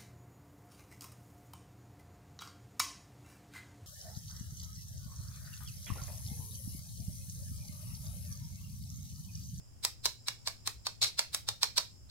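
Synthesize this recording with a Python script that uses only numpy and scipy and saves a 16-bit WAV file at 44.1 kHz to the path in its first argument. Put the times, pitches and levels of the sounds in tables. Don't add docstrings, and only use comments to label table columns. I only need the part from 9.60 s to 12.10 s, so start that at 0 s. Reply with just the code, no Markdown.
import sys
import numpy as np
from scipy import signal
from scipy.fft import rfft, irfft, next_fast_len
from scipy.io import wavfile
from scipy.ndimage import uniform_filter1d, map_coordinates

SR = 44100
rng = np.random.default_rng(int(sys.argv[2]) if len(sys.argv) > 2 else 0)


def master_out(mix):
    frames = np.transpose(np.atleast_2d(mix))
    ceiling = np.clip(frames, -1, 1)
    pcm = np.round(ceiling * 32767).astype(np.int16)
    wavfile.write(sys.argv[1], SR, pcm)


N = 110250
TIME = np.arange(N) / SR

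# frequency_hz, gain_db
RUMBLE_COLOUR = [(20, -2), (40, -20.5), (62, 2), (80, -2), (110, 4), (145, -9), (220, -14.5), (400, -33),
                 (900, -45)]
HISS_COLOUR = [(100, 6.5), (400, 1), (1000, -4.5), (2200, -12.5), (3100, -9.5), (3900, -18), (6300, -6.5),
               (8500, -9), (11000, -14.5), (16000, -18)]
# centre_hz, width_hz, gain_db, pulses_per_s
TRILL_BANDS = [(5280, 430, 1, 68), (4920, 140, -5, 130), (7260, 620, -2.5, 44)]
# time_s, level_db
TRILL_LEVEL = [(0, -68.5), (.28, -77.5), (.45, -66.5), (1.22, -69), (1.47, -71), (1.94, -71.5),
               (2.33, -66.5), (2.5, -73)]
# end_s, level_db
LEAD_INS = [(0.2483, -34), (0.4555, -34.5), (0.683, -38.5), (0.8754, -37.5), (1.0742, -38), (1.2685, -40),
            (1.595, -31), (1.7449, -37), (1.8894, -38.5), (2.0327, -32.5), (2.1806, -29), (2.511, -47)]
# start_s, level_db, bass_db, middle_db, treble_db, ring_hz, left_over_right_db
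SNAPS = [(.2496, -24.5, -1, -1.5, 6, 5080, -0.5), (0.4564, -24, 0, -7, 4, 4100, 1),
         (0.4619, -28.5, -7.5, -5, -2, 4070, -9.5), (0.6836, -28, -1, 1.5, 1.5, 3970, -1.5),
         (0.8737, -29.5, 1, -2.5, -0.5, 4410, -2.5), (0.8825, -36, 3, 1, 8, 4550, 0),
         (1.0743, -28.5, 1.5, 1, 6, 4100, -0.5), (1.2678, -29, 1.5, -3, -0.5, 4350, -1),
         (1.4154, -40.5, -9, -24, 2, 4050, -5), (1.4457, -32.5, 0.5, 6, 2, 4220, -2),
         (1.593, -23, -1, 1, 1, 4420, -0.5), (1.7463, -27.5, 0, -0.5, 9, 3720, 0),
         (1.8875, -27, -0.5, -5.5, 1.5, 3680, -0.5), (2.0311, -21.5, -1.5, -4, -0.5, 4190, -2.5),
         (2.0405, -33, 8, 6, 7.5, 5450, 9), (2.178, -28, -2.5, -0.5, 2.5, 3860, -24),
         (2.181, -22.5, 0, -3.5, 0, 4330, -0.5)]
# time_s, level_db
RIP_LEVEL = [(1.409, -62), (1.417, -31), (1.429, -24.5), (1.438, -23), (1.45, -35.5), (1.483, -38.5),
             (1.51, -58)]
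# frequency_hz, gain_db
LEAD_IN_COLOUR = [(150, -36), (600, -24.5), (1000, -12), (2900, -14), (4000, -1), (5600, -6.5),
                  (6600, -16.5), (8200, -11), (11000, -20), (16000, -23)]
SNAP_COLOUR = [(100, -31), (280, -20.5), (450, -12.5), (950, -2.5), (1500, -5.5), (2900, -8), (3900, -0.5),
               (5500, 1.5), (6800, -6.5), (8000, -10), (11000, -15.5), (16000, -21.5)]
RIP_COLOUR = [(150, -75), (400, -19), (900, -17), (1800, -20), (3000, -15.5), (3900, -0.5), (4500, -2.5),
              (5600, -7), (7500, -15.5), (11000, -19), (16000, -33)]
# centre_hz, width_hz, lift_db
SHELL_MODES = [(513, 61, 1), (910, 180, -0.5), (2310, 340, 5), (3920, 115, 1), (4210, 72, 3.5),
               (4956, 90, 1.5), (5370, 89, 3.5), (6860, 53, 3.5), (7910, 170, 7), (10030, 180, -7)]
# frequency_hz, side_gain_db
TOY_WIDTH = [(300, -7), (1000, -4.5), (2500, -0.5), (6000, 1), (15000, 3)]
# frequency_hz, t60_s
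ROOM_DECAY = [(300, 0.25), (1000, 0.1379), (2500, 0.2633), (4500, 0.25), (9000, 0.2059), (15000, 0.23)]
# frequency_hz, gain_db
ROOM_COLOUR = [(200, 1), (600, 3), (1500, 0), (4200, -4.5), (8000, -3.5), (15000, -2.5)]
# peak_s, level_db, pitch_hz
LOW_SWELLS = [(0.471, -50, 62.4), (0.592, -55, 109), (0.871, -56, 70), (1.071, -50, 104), (1.18, -49, 61),
              (1.45, -46, 110), (1.902, -46.5, 107.5), (2.091, -52, 66), (2.448, -56.5, 65.4)]

RUMBLE_PAN_DB, TOY_PAN_DB = 2.5, -1.5


def amp(db):
    return 10 ** (np.asarray(db) / 20)


def unit(x):
    return x / np.sqrt(np.mean(x ** 2) + 1e-20)


def along(points, hz):
    freqs, values = np.transpose(points)
    return np.interp(np.log(hz + 1), np.log(freqs + 1), values)


def wobble(rate):
    return map_coordinates(rng.standard_normal(int(N * rate / SR) + 4), [TIME * rate])


def filtered(x, response):
    size = next_fast_len(N + SR // 2)
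    return irfft(rfft(x, size) * response(np.fft.rfftfreq(size, 1 / SR)), size)[..., :N]


def coloured(x, curve, size=4096):
    cepstrum = irfft(np.log(amp(curve(np.fft.rfftfreq(size, 1 / SR)))))
    cepstrum[1:size // 2] *= 2
    cepstrum[size // 2 + 1:] = 0
    impulse = irfft(np.exp(rfft(cepstrum)))
    return signal.fftconvolve(x, impulse[None], axes=1)[:, :x.shape[1]]


def whitened(x, bins):
    spectrum = rfft(x)
    power = np.abs(uniform_filter1d(np.abs(spectrum) ** 2, bins, axis=-1))
    return irfft(spectrum / np.sqrt(power + 1e-20), x.shape[-1])


def peak(hz, centre, width):
    return 1 / (1 + (2 * (hz - centre) / width) ** 2)


def stereo_noise(count, spread):
    noise = rng.standard_normal((3, count))
    return np.sqrt(1 - spread ** 2) * noise[0] + spread * noise[1:]


def pan(db):
    return unit(amp(np.array([[db], [-db]]) / 2))


def add(out, x, start_s):
    i = round(start_s * SR)
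    out[:, i:i + x.shape[1]] += x[:, :N - i]


def room_tone(rumble_db=-56, hiss_db=-66.5):
    rumble = unit(filtered(stereo_noise(N, spread=1), lambda hz: amp(along(RUMBLE_COLOUR, hz))))
    hiss = unit(filtered(stereo_noise(N, spread=1), lambda hz: amp(along(HISS_COLOUR, hz))))
    rumble *= amp(rumble_db + wobble(7.1))
    hiss *= amp(hiss_db + 0.65 * wobble(4.75))
    return rumble * pan(RUMBLE_PAN_DB) + hiss * pan(-4.5)


def trill(depth=0.29, waver=0.102):
    out = np.zeros((2, N))
    for centre, width, db, rate in TRILL_BANDS:
        noise = stereo_noise(N, spread=0.93)
        band = unit(filtered(noise, lambda hz: (1 + (2 * (hz - centre) / width) ** 4) ** -0.5))
        cycles = np.cumsum(rate * (1 + waver * wobble(10))) / SR
        flutter = 1 + depth * np.sin(2 * np.pi * cycles)
        out += amp(db + 0.5 * wobble(12)) * band * flutter
    return out * amp(np.interp(TIME, *np.transpose(TRILL_LEVEL)))


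def grains(count, per_s, colour, scatter_db, fuzz_db):
    onsets = rng.random(count) < per_s / SR
    ticks = onsets * amp(scatter_db * np.clip(rng.standard_normal(count), -2, 2))
    texture = (unit(ticks) + amp(fuzz_db)) * stereo_noise(count, spread=0.91)
    return unit(coloured(whitened(texture, bins=60), colour)) * pan(1)


def shell(hz):
    return sum(db * peak(hz, centre, width) for centre, width, db in SHELL_MODES)


def contact(hz, snap, ring_db=9):
    bass, middle, treble, ring_hz = snap[2:6]
    balance = [(1200, bass), (2200, middle), (3600, 0), (6000, 0), (8500, treble)]
    return along(balance, hz) + shell(hz) + ring_db * peak(hz, ring_hz, width=198)


def lead_in_hiss(rise_db=32, rise_s=0.025, bend=2.06, tint=0.58):
    out = np.zeros((2, N))
    remaining_s = TIME[:SR // 20][::-1]
    swell = amp(-rise_db * (remaining_s / rise_s) ** bend)
    for end_s, db in LEAD_INS:
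        nearest = min(SNAPS, key=lambda snap: abs(snap[0] - end_s))
        colour = lambda hz: along(LEAD_IN_COLOUR, hz) + tint * contact(hz, nearest)
        hiss = grains(len(swell), per_s=6000, colour=colour, scatter_db=1.5, fuzz_db=-5)
        add(out, amp(db) * swell * hiss, end_s - remaining_s[0])
    return out


def snaps(clatter_t60_s=0.02, crack_t60_s=0.0021, echo_s=0.0019, echo_db=-12.5, boost_db=2):
    out, t = np.zeros((2, N)), TIME[:SR // 20]
    clatter = amp(-60 * t / clatter_t60_s)
    crack = amp(-1.5 - 60 * t / crack_t60_s)
    direct = clatter + crack
    echo = amp(echo_db) * np.interp(t - echo_s, t, direct, left=0)
    blow = np.hypot(direct, echo)
    lead = 128
    for row in SNAPS:
        start_s, db, *_, pan_db = row
        force = np.pad(blow * stereo_noise(len(t), spread=0.67), ((0, 0), (lead, 0)))
        snap = coloured(whitened(force, bins=45), lambda hz: along(SNAP_COLOUR, hz) + contact(hz, row))
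        snap *= np.sqrt(0.005 * SR / np.sum(snap ** 2, axis=1, keepdims=True))
        add(out, amp(db + boost_db) * pan(pan_db) * snap, start_s - lead / SR)
    return out


def room_answer(toy, onset_s=0.0025, gain_db=-5):
    out = np.zeros((2, N))
    for moment in np.array_split(np.arange(N), 12):
        hz, t, noise = signal.stft(stereo_noise(SR // 3, spread=0.94), SR, nperseg=256)
        decay = amp(-60 * t / along(ROOM_DECAY, hz)[:, None])
        tail = signal.istft(noise * decay, SR, nperseg=256)[1]
        tail *= 1 - np.exp(-(TIME[:tail.shape[1]] / onset_s) ** 2)
        tail /= np.linalg.norm(tail[0])
        add(out, signal.fftconvolve(toy[:, moment], tail, axes=1), moment[0] / SR)
    return amp(gain_db) * coloured(out, lambda hz: along(ROOM_COLOUR, hz))


def low_swells(half_width_s=0.034):
    out = np.zeros((2, N))
    for peak_s, db, hz in LOW_SWELLS:
        t = TIME - peak_s
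        swell = amp(db) * np.exp(-(t / half_width_s) ** 2)
        out += swell * np.sin(2 * np.pi * hz * t + rng.normal(0, 1, (2, 1)))
    return out * pan(RUMBLE_PAN_DB)


def rip():
    level_db = np.interp(TIME, *np.transpose(RIP_LEVEL), left=-120, right=-120)
    colour = lambda hz: along(RIP_COLOUR, hz) + shell(hz)
    return amp(level_db) * grains(N, per_s=3000, colour=colour, scatter_db=2.5, fuzz_db=-8)


def at_microphone(toy, left_lag_s=0.0001):
    left, right = toy
    mid = (left + right) / 2
    side = filtered((left - right) / 2, lambda hz: amp(along(TOY_WIDTH, hz)))
    placed = np.array([mid + side, mid - side]) * pan(TOY_PAN_DB)
    delay_s = np.array([[0.5], [-0.5]]) * left_lag_s
    return filtered(placed, lambda hz: np.exp(-2j * np.pi * hz * delay_s))


def scene():
    toy = at_microphone(snaps() + lead_in_hiss() + rip())
    return toy + room_answer(toy) + trill() + room_tone() + low_swells()


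def record(dry, top_hz=16100):
    return filtered(dry, lambda hz: hz < top_hz)


dry = scene()
out = record(dry)
master_out(out)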